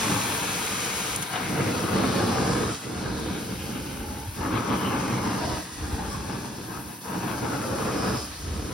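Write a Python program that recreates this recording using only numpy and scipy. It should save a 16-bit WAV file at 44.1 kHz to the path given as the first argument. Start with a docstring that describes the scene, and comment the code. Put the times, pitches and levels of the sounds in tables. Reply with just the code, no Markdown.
"""Carpet extraction wand along a wall

A wand works close by in a small carpeted room: three pulls and the pushes between them suck water from the pile.
Jets, a spray of noise and droplets, run for about a second until a valve shuts with a bright burst of noise.
Shaped noise and drops make gurgle, slurp, slot rush and fibre hiss; they rise in each stroke and fall slack at turns.
Gliding noise bands rasp, narrow ones whistle; low noise shudders the hose, and falling low tones are the wand's bumps.
A thin treble hiss sputters at the handle throughout; a hollow tube, a nearby wall and the room colour the head."""
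import sys
import numpy as np
from scipy import signal
from scipy.fft import rfft, irfft, next_fast_len
from scipy.io import wavfile
from scipy.ndimage import map_coordinates

SR = 44100
rng = np.random.default_rng(int(sys.argv[2]) if len(sys.argv) > 2 else 0)


def store_wav(level_fs):
    """Save 16-bit WAV to argv[1]."""
    pcm = np.round(np.clip(np.atleast_2d(level_fs), -1, 1) * 32767)
    wavfile.write(sys.argv[1], SR, pcm.T.astype(np.int16))


N = 384993  # length in samples

# How loud the water jets are over time: time_s, level_db
JET_LEVELS = [(0, -30), (.3, -34), (.8, -33), (1.15, -34.5), (1.178, -43), (1.215, -48), (1.228, -34),
              (1.242, -46), (1.28, -53), (1.33, -76)]
# How far the head is pushed out along the wall: time_s, reach_0_to_1
HEAD_REACH = [(0, 0.6), (.75, 0.96), (1.3, 0.89), (1.8, 0.86), (2.75, 0.19), (3.5, 0.37), (4.2, 0.67),
              (4.75, 0.73), (5.62, 0.22), (6.5, 0.75), (7.0, 0.82), (7.5, 0.71), (8.27, 0.1), (8.73, 0.37)]
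# Moments when the wand changes direction and the slot falls slack: time_s
TURN_TIMES = [-.3, 1.29, 2.82, 4.335, 5.7, 7.0, 8.33, 9.7]
# One row per stroke between turns, push and pull by turns; levels and let-go times are trimmed layer by layer below:
# water_arrives_s, seal_s, let_go_s, slack_rush_at_opening_turn_db, swell_along_stroke_db,
# gurgle_db, slurp_db, slot_rush_db, fibre_hiss_db, slot_pitch_hz, fibre_pitch_hz
STROKE_ROWS = [(.1, .1, 0.03, -42, -12.5, -34.5, -37.5, -37, -43, 2550, 4000),
               (0.2, 0.056, 0.17, -40, 3.5, -25, -32.5, -39.5, -40, 2500, 4650),
               (0.057, 0.12, 0.13, -45, -13.5, -31.5, -43.5, -50, -49.5, 2900, 4800),
               (0.07, 0.12, 0.19, -47, -1, -27.5, -32.5, -44.5, -44.5, 2420, 5000),
               (0.21, 0.18, 0.1, -45.5, -9, -35.5, -42.5, -52, -47.5, 2300, 4800),
               (0.11, 0.079, 0.23, -50.5, 2.5, -29.5, -35, -55, -43.5, 2430, 4800),
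               (.19, 0.19, .1, -45, -0.5, -33, -45.5, -64, -52, 2480, 4900)]


def amp(db):
    """Turn decibels into a gain."""
    return 10 ** (np.asarray(db) / 20)


def unit(x):
    """Scale to rms 1."""
    return x / np.sqrt(np.mean(x ** 2) + 1e-20)


def along(points, hz):
    """Read (Hz, value) points on a log pitch axis."""
    f, v = np.transpose(points)
    return np.interp(np.log(hz + 1), np.log(f + 1), v)


def curves(rows):
    """One value per sample for each column after the time."""
    s, *cols = np.transpose(rows)
    return [np.interp(np.arange(N) / SR, s, c) for c in cols]


def wobble(rate):
    """A smooth random curve through so many random points a second."""
    points = rng.standard_normal(int(N * rate / SR) + 4)
    return map_coordinates(points, [np.arange(N) * rate / SR])


def swell(s, half_s):
    """A smooth bell of height 1 around time s; half_s is its standard deviation."""
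    return np.exp(-.5 * ((np.arange(N) / SR - s) / half_s) ** 2)


def ease(x):
    """A soft step from 0 to 1 as x goes from 0 to 1."""
    return np.sin(np.pi / 2 * np.clip(x, 0, 1)) ** 2


def filtered(x, response):
    """Multiply the spectrum of x by a response that depends on frequency."""
    m = next_fast_len(N + SR // 4)
    return irfft(rfft(x, m) * response(np.fft.rfftfreq(m, 1 / SR)), m)[..., :N]


def white():
    """Turbulence: two unrelated streams of white noise."""
    return rng.standard_normal((2, N))


def drops(rate, spread_db):
    """Randomly timed droplet impacts of uneven size, rate of them a second, scaled to rms 1."""
    hits = rng.random(N) < rate / SR
    sizes = amp(spread_db * rng.uniform(-0.65, 1, N))
    return unit(hits * white() * sizes)


def voiced(drive, spectrum):
    """Colour two streams and spread them over a microphone pair; the average of left and right has rms 1."""
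    # How alike the two microphones sound: frequency_hz, likeness_0_to_1
    likeness = [(30, .88), (70, .96), (150, .98), (350, .83), (680, .42), (1150, .64), (2200, .75),
                (3600, .5), (4700, .7), (5700, .35), (7200, .93), (9000, .85), (12800, .72), (14500, .9)]
    # How far the left microphone leads: frequency_hz, lead_radians
    left_lead = [(100, 0), (450, .3), (1000, 0), (1700, -.45), (2600, .6), (3300, .7), (4500, .1),
                 (5300, 0), (6100, -1.8), (7000, -3.1), (8000, -3.6), (9000, -4.4), (11000, -6.3),
                 (13500, -8.8), (15800, -10.2)]

    def mix(hz):
        """Share the colour between a common stream and one that differs in sign."""
        turn = np.arccos(np.clip(along(likeness, hz), 0, 1)) / 2
        return amp(along(spectrum, hz)) * np.array([np.cos(turn), np.sin(turn)])

    def lead(hz):
        """Turn left forward and right back by half the lead each."""
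        return np.exp(.5j * np.outer([1, -1], along(left_lead, hz)))

    common, apart = filtered(drive, mix)
    pair = filtered(np.array([common + apart, common - apart]), lead)
    return pair / np.std(pair.mean(0))


def panned(x, left_db):
    """Make the left side louder than the right by left_db."""
    return x * amp(np.array([[.5], [-.5]]) * left_db)


def swept(x, centre_hz, width_hz, boost_db):
    """Pass x through a gliding resonance (a dip if boost_db is negative), keeping its overall level."""
    hz, t, z = signal.stft(x, SR, nperseg=1024)
    centre = np.interp(t, np.arange(N) / SR, centre_hz)
    gain = amp(boost_db / (1 + (2 * (hz[:, None] - centre) / width_hz) ** 2))
    out = signal.istft(z * gain, SR, nperseg=1024)[1][:, :N]
    return out * np.std(x) / np.std(out)


def jets():
    """Pressurised water hisses out and its droplets pepper the pile."""
    # Colour of the spray: frequency_hz, relative_level_db_per_hz
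    spray_colour = [(150, -13), (500, 1), (850, -12), (1200, 4), (1600, -8), (1850, -4.5), (2300, -2),
                    (3400, -5.5), (4900, -7.5), (6200, -3.5), (8000, -5), (10000, -9), (12500, -15.5),
                    (15500, -16)]
    spray = voiced(white() + .4 * drops(3000, spread_db=4), spray_colour)
    level_db = curves(JET_LEVELS)[0] + 0.41 * wobble(30.0)
    return panned(spray * amp(level_db), left_db=1.7 * curves(HEAD_REACH)[0])


def jetting():
    """Flow through the jets as a share of the opening flow, from the level of their spray."""
    return np.clip(amp(curves(JET_LEVELS)[0] - JET_LEVELS[0][1]), 0, 1)


def leak():
    """Air escapes at the handle as a thin, sputtering hiss, partly giving way while the jets run."""
    # Colour of the hiss: frequency_hz, relative_level_db_per_hz
    leak_colour = [(2000, -34), (6000, -55), (8000, 8), (11000, 7.5), (13000, 5), (14300, 5), (15600, 11.5)]
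    # Rise and fall of the hiss, before the overall lift below: time_s, relative_level_db
    leak_levels = [(0.0, -54), (0.09, -45.5), (0.97, -49), (1.46, -53.5), (1.97, -52), (3.04, -59.5),
                   (3.55, -55.5), (4.74, -57.5), (4.89, -54.5), (4.98, -56), (5.86, -58), (6.59, -59.5),
                   (6.73, -55.5), (8.12, -55.5), (8.53, -61), (8.73, -59)]
    # Pitch of its resonance as the handle turns: time_s, pitch_hz
    leak_pitch = [(0, 10500), (2.3, 10000), (3.1, 9500), (3.55, 11500), (4.9, 11600), (5.6, 9500),
                  (6.3, 9500), (6.7, 12000), (7.2, 12400), (7.65, 10600), (8.73, 10500)]
    hiss = voiced(white() + 0.37 * drops(650, spread_db=4), leak_colour)
    hiss = swept(hiss, curves(leak_pitch)[0], width_hz=4300, boost_db=4.0)
    sputter_db = 0.97 * wobble(22) + 0.56 * wobble(83)
    return hiss * amp(curves(leak_levels)[0] + 8 + sputter_db - 3.0 * jetting())


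def stroking():
    """For each sample: the row of its stroke, seconds since and until a turn, and the way through from -.5 to .5."""
    t = np.arange(N) / SR
    stroke = np.searchsorted(TURN_TIMES, t) - 1
    since = t - np.take(TURN_TIMES, stroke)
    until = np.take(TURN_TIMES, stroke + 1) - t
    return np.array(STROKE_ROWS)[stroke].T, since, until, since / (since + until) - .5


def flows():
    """Levels in dB of gurgle, slurp, slot and fibres: each stroke seals, arches over its middle and lets go."""
    row, since, until, way = stroking()
    fill_s, close_s, release_s, _, swell_db, gurgle, slurp, slot, fibre, _, _ = row
    slack_at_turns = [db for _, _, _, db, *_ in STROKE_ROWS]
    slack = np.interp(np.arange(N) / SR, TURN_TIMES[:-1], slack_at_turns)

    def drawn(db, seal_s, let_go_s, swell_share, arch_db, slack_db):
        """One layer rises out of its slack rush and falls back."""
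        held = amp(db + swell_share * swell_db * way - arch_db * (2 * way) ** 2)
        sealed = ease(since / seal_s) * ease(until / let_go_s)
        return 20 * np.log10(np.hypot(sealed * held, amp(slack_db)))

    return (drawn(gurgle, fill_s, release_s, swell_share=0.72, arch_db=4.5, slack_db=-43.5),
            drawn(slurp, close_s, 1.01 * release_s, swell_share=0.96, arch_db=1.5, slack_db=slack),
            drawn(slot, 0.03, 0.45 * release_s, swell_share=0.1, arch_db=6.5, slack_db=slack - 1.5),
            drawn(fibre, 0.022, .5 * release_s, swell_share=0.086, arch_db=4.0, slack_db=slack - 3.0))


def suction():
    """Slugs of water choke the slot by turns: the head gurgles, and the air tears the water into drops."""
    # Colours of the four layers: frequency_hz, relative_level_db_per_hz
    gurgle_colour = [(40, -28), (80, -8.5), (110, 0.5), (148, -0.5), (162, -13.5), (178, 1.5), (240, -3),
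                     (310, -2.1), (370, -5), (460, -7.5), (550, -7.5), (660, -19), (1500, -24.5),
                     (5000, -90)]
    slurp_colour = [(200, -39), (420, -10), (560, -6.5), (660, -6), (810, -2), (1050, -3), (1400, -4.5),
                    (1650, -4.5), (1920, -15), (2600, -14), (5000, -36.5), (16000, -56)]
    slot_colour = [(700, -31), (1800, 1.5), (2150, 1), (2600, 1.5), (3300, -1), (4200, -1), (6500, -55),
                   (16000, -45)]
    fibre_colour = [(1500, -42), (3200, -1), (4200, -2), (5200, 0.5), (6200, 3.5), (7700, 1.5),
                    (10000, 1.5), (12000, -22), (16000, -33)]
    # Uneven water: big slugs gulped down (+) or the slot running briefly dry (-):
    # centre_s, half_length_s, gurgle_lift_db, slurp_lift_db
    water_slugs = [(0.125, 0.037, 7, 3), (1.196, .03, 6, 0.5), (1.34, .02, 7.5, 0), (1.462, .035, -2, -2.5),
                   (1.528, .012, 2.5, -2), (1.596, .015, 3.5, 1.5), (1.688, .025, 3, -1),
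                   (1.78, 0.035, -3, -1.5), (1.848, 0.011, 1.5, 0.5), (1.884, .015, -3.5, 2.5),
                   (2.004, 0.052, 3, 3), (2.14, .025, 1.5, 1), (2.232, .025, 2.5, 4),
                   (2.34, 0.016, -1.5, 1.5), (2.42, 0.023, 2.5, 2.5), (2.466, .015, 0, 1.5),
                   (2.5, 0.014, 1.5, -0.5), (2.62, .02, 1.5, 1), (3.005, 0.034, -1.5, -1),
                   (3.077, 0.015, 4, 1.5), (3.59, 0.041, -5.5, -3.5), (4.477, .012, 5, 0.5),
                   (4.508, .015, -0.5, -1.5), (4.55, 0.022, 4.5, -0.5), (4.73, 0.028, 4.5, 1.5),
                   (4.79, 0.025, -2, -2), (4.964, 0.041, 1, 3), (5.48, .03, 2, -2),
                   (5.817, 0.054, 1.5, -0.5), (5.94, .045, 2.5, -1.5), (6.04, 0.017, 0, 0.5),
                   (6.228, 0.022, 1, -0.5), (6.327, 0.04, 3, 3), (6.453, .025, 2, 2.5),
                   (6.616, 0.052, 0.5, -2), (6.75, .035, 2.5, 3), (6.895, 0.017, 2, -0.5),
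                   (7.175, 0.013, 5, 0.5), (7.273, 0.019, 2, 0), (7.395, .02, -4, -0.5),
                   (7.444, 0.011, 6, 3.5), (7.533, .018, 2.5, 3), (7.59, 0.021, -4, -1.5),
                   (7.88, .025, 0.5, 2.5), (8.04, 0.042, 4, 4), (8.15, 0.028, 4.5, 2.5),
                   (8.267, 0.019, 0, 1), (8.42, .035, 0.5, -0.5), (8.67, 0.036, 2, 0)]
    # Air spits in under a corner of the slot: centre_s, half_length_s, slot_lift_db
    air_spits = [(1.373, 0.06, 6.5), (3.363, 0.033, 6), (4.567, 0.02, 8), (4.728, .037, 3),
                 (5.442, 0.021, 4), (7.29, .025, 7.5), (8.34, 0.015, 3.5)]
    # Pitch of the slurp's resonance, set by the open length of the slot: time_s, pitch_hz
    slurp_pitch = [(0.0, 960), (0.41, 1130), (1.6, 1080), (2.45, 920), (2.7, 1220), (3.7, 1150),
                   (4.03, 870), (4.3, 900), (4.45, 1270), (4.65, 1160), (5.45, 980), (5.74, 1290),
                   (6.15, 1130), (6.7, 1000), (7.2, 937), (7.65, 1000), (7.95, 1080), (8.73, 990)]
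    gurgle_hz = 228  # hollow resonance of the head
    throat_hz, throat_growth = 403, 0.26  # gurgle above this pitch gains so many dB more per dB of flow
    slot_glide_hz, fibre_glide_hz = -450, 100  # change of pitch from start to end of a stroke

    reach, = curves(HEAD_REACH)
    (*_, slot_hz, fibre_hz), _, _, way = stroking()
    gurgle_db, slurp_db, slot_db, fibre_db = flows()
    gulp_db, suck_db = sum(np.outer(lifts_db, swell(s, half_s)) for s, half_s, *lifts_db in water_slugs)
    spit_db = sum(db * swell(s, half_s) for s, half_s, db in air_spits)
    surge = wobble(15)
    choke = wobble(30) + wobble(150)

    # more flow opens the throat of the gurgle
    flow_db = gurgle_db - gurgle_db.mean()
    gurgle = voiced(white(), gurgle_colour)
    throat = filtered(gurgle, lambda hz: hz ** 6 / (hz ** 6 + throat_hz ** 6))
    gurgle = gurgle + throat * (amp(throat_growth * flow_db - 1.77) - 1)
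    gurgle = swept(gurgle, np.full(N, gurgle_hz), width_hz=280, boost_db=3.0)
    gurgle = gurgle * amp(gurgle_db - 2.0 + gulp_db + 0.3 * surge + 0.63 * choke)

    slurp = voiced(white() + 0.68 * drops(700, spread_db=4.0), slurp_colour)
    slurp = swept(slurp, curves(slurp_pitch)[0], width_hz=340, boost_db=1.5)
    slurp = slurp * amp(slurp_db - 2.0 + suck_db + .35 * spit_db + .5 * surge + 0.64 * choke)

    # the hissing layers fade as the head moves away
    slot = voiced(white() + 0.49 * drops(700, spread_db=3.0), slot_colour)
    slot = swept(slot, slot_hz + slot_glide_hz * way, width_hz=380, boost_db=-0.5)
    slot = slot * amp(slot_db - 3.5 + spit_db - 2.0 * (reach - .5) + 1.0 * choke)

    fibres = voiced(white() + .4 * drops(1000, spread_db=4), fibre_colour)
    fibres = swept(fibres, fibre_hz + fibre_glide_hz * way, width_hz=2300, boost_db=7.0)
    fibres = fibres * amp(fibre_db - 1.6 - 4.6 * (reach - .5) + 0.81 * wobble(25))

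    low = panned(gurgle, left_db=-1.0) + panned(slurp, left_db=-.3 + 6.3 * reach)
    return low + panned(slot, left_db=1.5 + 2.5 * reach) + panned(fibres, left_db=0.5)


def hose():
    """The heavy hose shudders, more when near and as it swings, and the wand bumps dully on the floor."""
    # Colour of the shudder: frequency_hz, relative_level_db_per_hz
    shudder_colour = [(20, -26), (35, -15), (50, -6), (70, 2), (90, -1.5), (120, -29), (200, -34),
                      (500, -90)]
    # The hose swings as the wand turns round: centre_s, half_length_s, level_db
    hose_swings = [(1.13, 0.026, -46), (3.136, 0.098, -40), (4.25, 0.3, -42.5), (5.516, 0.036, -42),
                   (5.88, 0.081, -38), (6.12, 0.13, -36), (8.54, 0.15, -38)]
    # Dull bumps of the wand: centre_s, half_length_s, level_db, pitch_at_centre_hz
    wand_bumps = [(4.005, .016, -31, 64), (4.09, .016, -31, 78), (4.291, 0.0069, -23.5, 88),
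                  (4.411, 0.0084, -29, 72), (5.861, 0.014, -31, 78), (5.94, 0.0062, -23, 85),
                  (8.397, .015, -31, 70), (8.48, .012, -34, 75.5), (8.519, 0.011, -23.5, 82),
                  (8.595, 0.0089, -27, 82)]
    sag_hz_per_s = 880  # a bump's pitch falls as the carpet gives

    _, since, until, _ = stroking()
    drag = amp(-39.5 - 13.0 * curves(HEAD_REACH)[0]) * ease(since / 0.17) * ease(until / 0.16)
    swings = sum(amp(db) * swell(s, half_s) for s, half_s, db in hose_swings)
    sound = voiced(white(), shudder_colour) * np.hypot(drag, swings) * amp(1.2 * wobble(20))
    for s, half_s, db, hz in wand_bumps:
        t = np.arange(N) / SR - s
        tone = np.cos(2 * np.pi * (hz - sag_hz_per_s * t / 2) * t)
        sound = sound + amp(db) * swell(s, half_s) * tone
    return sound


def valve():
    """The brass trigger valve ticks shut brightly, then lets out a last short puff, both bursts of noise."""
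    # Colour of the valve: frequency_hz, relative_level_db_per_hz
    brass_colour = [(500, -6), (3000, -27), (6000, -5), (8500, -2), (9700, 3), (11000, -8), (16000, -12)]
    # Tick and puff: start_s, level_db, hold_s, time_to_fall_60_db_s
    valve_bursts = [(1.1602, -25.5, .002, .018), (1.2222, -33.5, .007, .03)]
    t = np.arange(N) / SR
    blows = 0
    for s, db, hold, t60 in valve_bursts:
        fall_db = 60 * np.maximum(t - s - hold, 0) / t60
        blows = blows + (t >= s) * amp(db - fall_db)
    return voiced(white(), brass_colour) * blows


def rasps():
    """Air rushes through gaps under the lip: noise bands, hollow when low and raspy when high, swell and fade."""
    # Even colour within the range of interest: frequency_hz, relative_level_db_per_hz
    air_colour = [(2000, 0), (9000, 0)]
    # Bands that glide as the wand tilts: start_s, end_s, level_db, first_pitch_hz, last_pitch_hz, width_hz
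    air_bands = [(1.26, 1.85, -43, 2050, 2350, 1200), (1.28, 1.49, -45, 730, 750, 150),
                 (1.48, 1.95, -39, 620, 420, 90), (1.82, 2.41, -45, 3890, 4070, 1840),
                 (2.06, 2.71, -50, 5400, 5200, 1300), (2.1, 2.6, -39, 800, 795, 90),
                 (2.3, 2.95, -50, 7880, 7600, 1400), (2.92, 3.45, -51, 4350, 3600, 1400),
                 (3.21, 4.24, -53, 2900, 2600, 1100), (3.98, 4.35, -48.5, 810, 880, 100),
                 (4.62, 5.3, -46.5, 3450, 1950, 450), (5.06, 6.4, -59, 7700, 8200, 1400),
                 (5.16, 5.7, -47.5, 5460, 4270, 2200), (5.16, 6.29, -55.5, 2050, 1770, 180),
                 (5.31, 5.66, -42, 670, 590, 160), (5.87, 6.11, -42.5, 850, 860, 100),
                 (6.09, 6.19, -42, 1140, 1130, 80), (6.67, 6.82, -51, 1450, 1400, 550),
                 (7.06, 7.38, -55, 2700, 2400, 1100), (7.31, 7.92, -48.5, 1430, 1260, 150),
                 (7.58, 7.82, -40, 545, 550, 80), (7.7, 8.28, -38.5, 546, 435, 230),
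                 (7.75, 8.35, -57, 7700, 7900, 1800), (7.88, 8.33, -45.5, 5200, 5080, 650),
                 (7.94, 8.27, -53, 4000, 3800, 1400)]
    hz, t, z = signal.stft(voiced(white(), air_colour), SR, nperseg=512)
    gain = 0
    for start, end, db, first_hz, last_hz, width_hz in air_bands:
        way = np.clip((t - start) / (end - start), 0, 1)
        centre_hz = first_hz + (last_hz - first_hz) * way
        band = 1 / (1 + (2 * (hz[:, None] - centre_hz) / width_hz) ** 4)
        gain = gain + amp(db) * np.sin(np.pi * way) * unit(band)
    return signal.istft(z * gain, SR, nperseg=512)[1][:, :N] * amp(1.6 * wobble(25))


def whistles():
    """Airy edge tones at the lip of the slot: narrow bands of noise that swell and fade."""
    # Brief whistles: centre_s, half_length_s, level_db, pitch_hz
    lip_tones = [(6.13, .025, -46, 5350), (6.13, 0.028, -53, 7950), (6.33, 0.011, -46, 5050),
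                 (8.35, .035, -48, 4400)]
    out = np.zeros((2, N))
    for s, half_s, db, centre_hz in lip_tones:
        tone = unit(filtered(white(), lambda hz: 1 / (1 + ((hz - centre_hz) / 320) ** 2)))
        out += tone * amp(db) * swell(s, half_s)
    return out


def tube(x, round_trip_s, return_db):
    """The hollow wand lifts or dips a few bands, and its far end returns the sound as a fine comb."""
    # Resonances of head and tube: centre_hz, width_hz, boost_db
    resonances = [(173, 20, 1.5), (302.5, 22.5, 4), (443.4, 33, 5.5), (830, 18, 1.5), (1820, 180, -1.5),
                  (2130, 120, 1.2)]

    def lift(hz):
        """Gain of all the resonances together."""
        return amp(sum(db / (1 + (2 * (hz - centre) / width) ** 2) for centre, width, db in resonances))

    def comb(hz):
        """The sound plus its delayed return, which is weak in the bass and the treble."""
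        delay = np.exp(-2j * np.pi * hz * round_trip_s)
        return 1 + amp(return_db) * delay * hz ** 2 / (hz ** 2 + 350 ** 2) / (1 + (hz / 5000) ** 2)

    return filtered(x, lambda hz: lift(hz) * comb(hz))


def wall(x, echo_db):
    """The wall returns one near reflection with a changing delay: a hollow colour that drifts with the stroke."""
    # Delay of the reflection: time_s, delay_ms
    echo_delay = [(0, 1.16), (1.4, 1.34), (2.5, 1.8), (3.1, 1.26), (4.2, 1.37), (4.55, 0.86), (5.3, 1),
                  (6.0, 1.2), (7.2, 1.1), (7.7, 1.6), (8.73, 1.63)]
    place = np.arange(N) - curves(echo_delay)[0] * SR / 1000
    echo = np.array([np.interp(place, np.arange(N), side) for side in x])
    echo = filtered(echo, lambda hz: hz ** 2 / (hz ** 2 + 500 ** 2) / (1 + (hz / 3500) ** 2))
    return x + amp(echo_db) * echo


def room(x, t60):
    """Bare walls over a carpet give a short answer above the bass; its pattern shifts as the head travels."""
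    t = np.arange(SR // 4) / SR
    angle = 11 * curves(HEAD_REACH)[0]  # radians, blends two random echo patterns
    answer = 0
    for share in (np.cos(angle), np.sin(angle)):
        tail = rng.standard_normal((2, len(t))) * amp(-60 * t / t60) * (t > .003)
        tail /= np.linalg.norm(tail, axis=1, keepdims=True)
        answer = answer + share * signal.oaconvolve(x, tail, axes=1)[:, :N]
    return filtered(answer, lambda hz: hz ** 2 / (hz ** 2 + 450 ** 2) / (1 + (hz / 7000) ** 2))


def scene():
    """The head sounds through tube and wall, the wand's sounds fill the room, and handle and hose stay dry."""
    head = tube(suction() + jets(), round_trip_s=.0083, return_db=-24)
    wand = wall(head, echo_db=-10.5) + valve() + whistles() + rasps()
    return wand + amp(-7.0) * room(wand, t60=0.098) + leak() + hose()


def record(dry):
    """The pick-up passes nothing above its upper limit."""
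    top_hz = 15830
    return filtered(dry, lambda hz: hz < top_hz)


dry = scene()
out = record(dry)
store_wav(out)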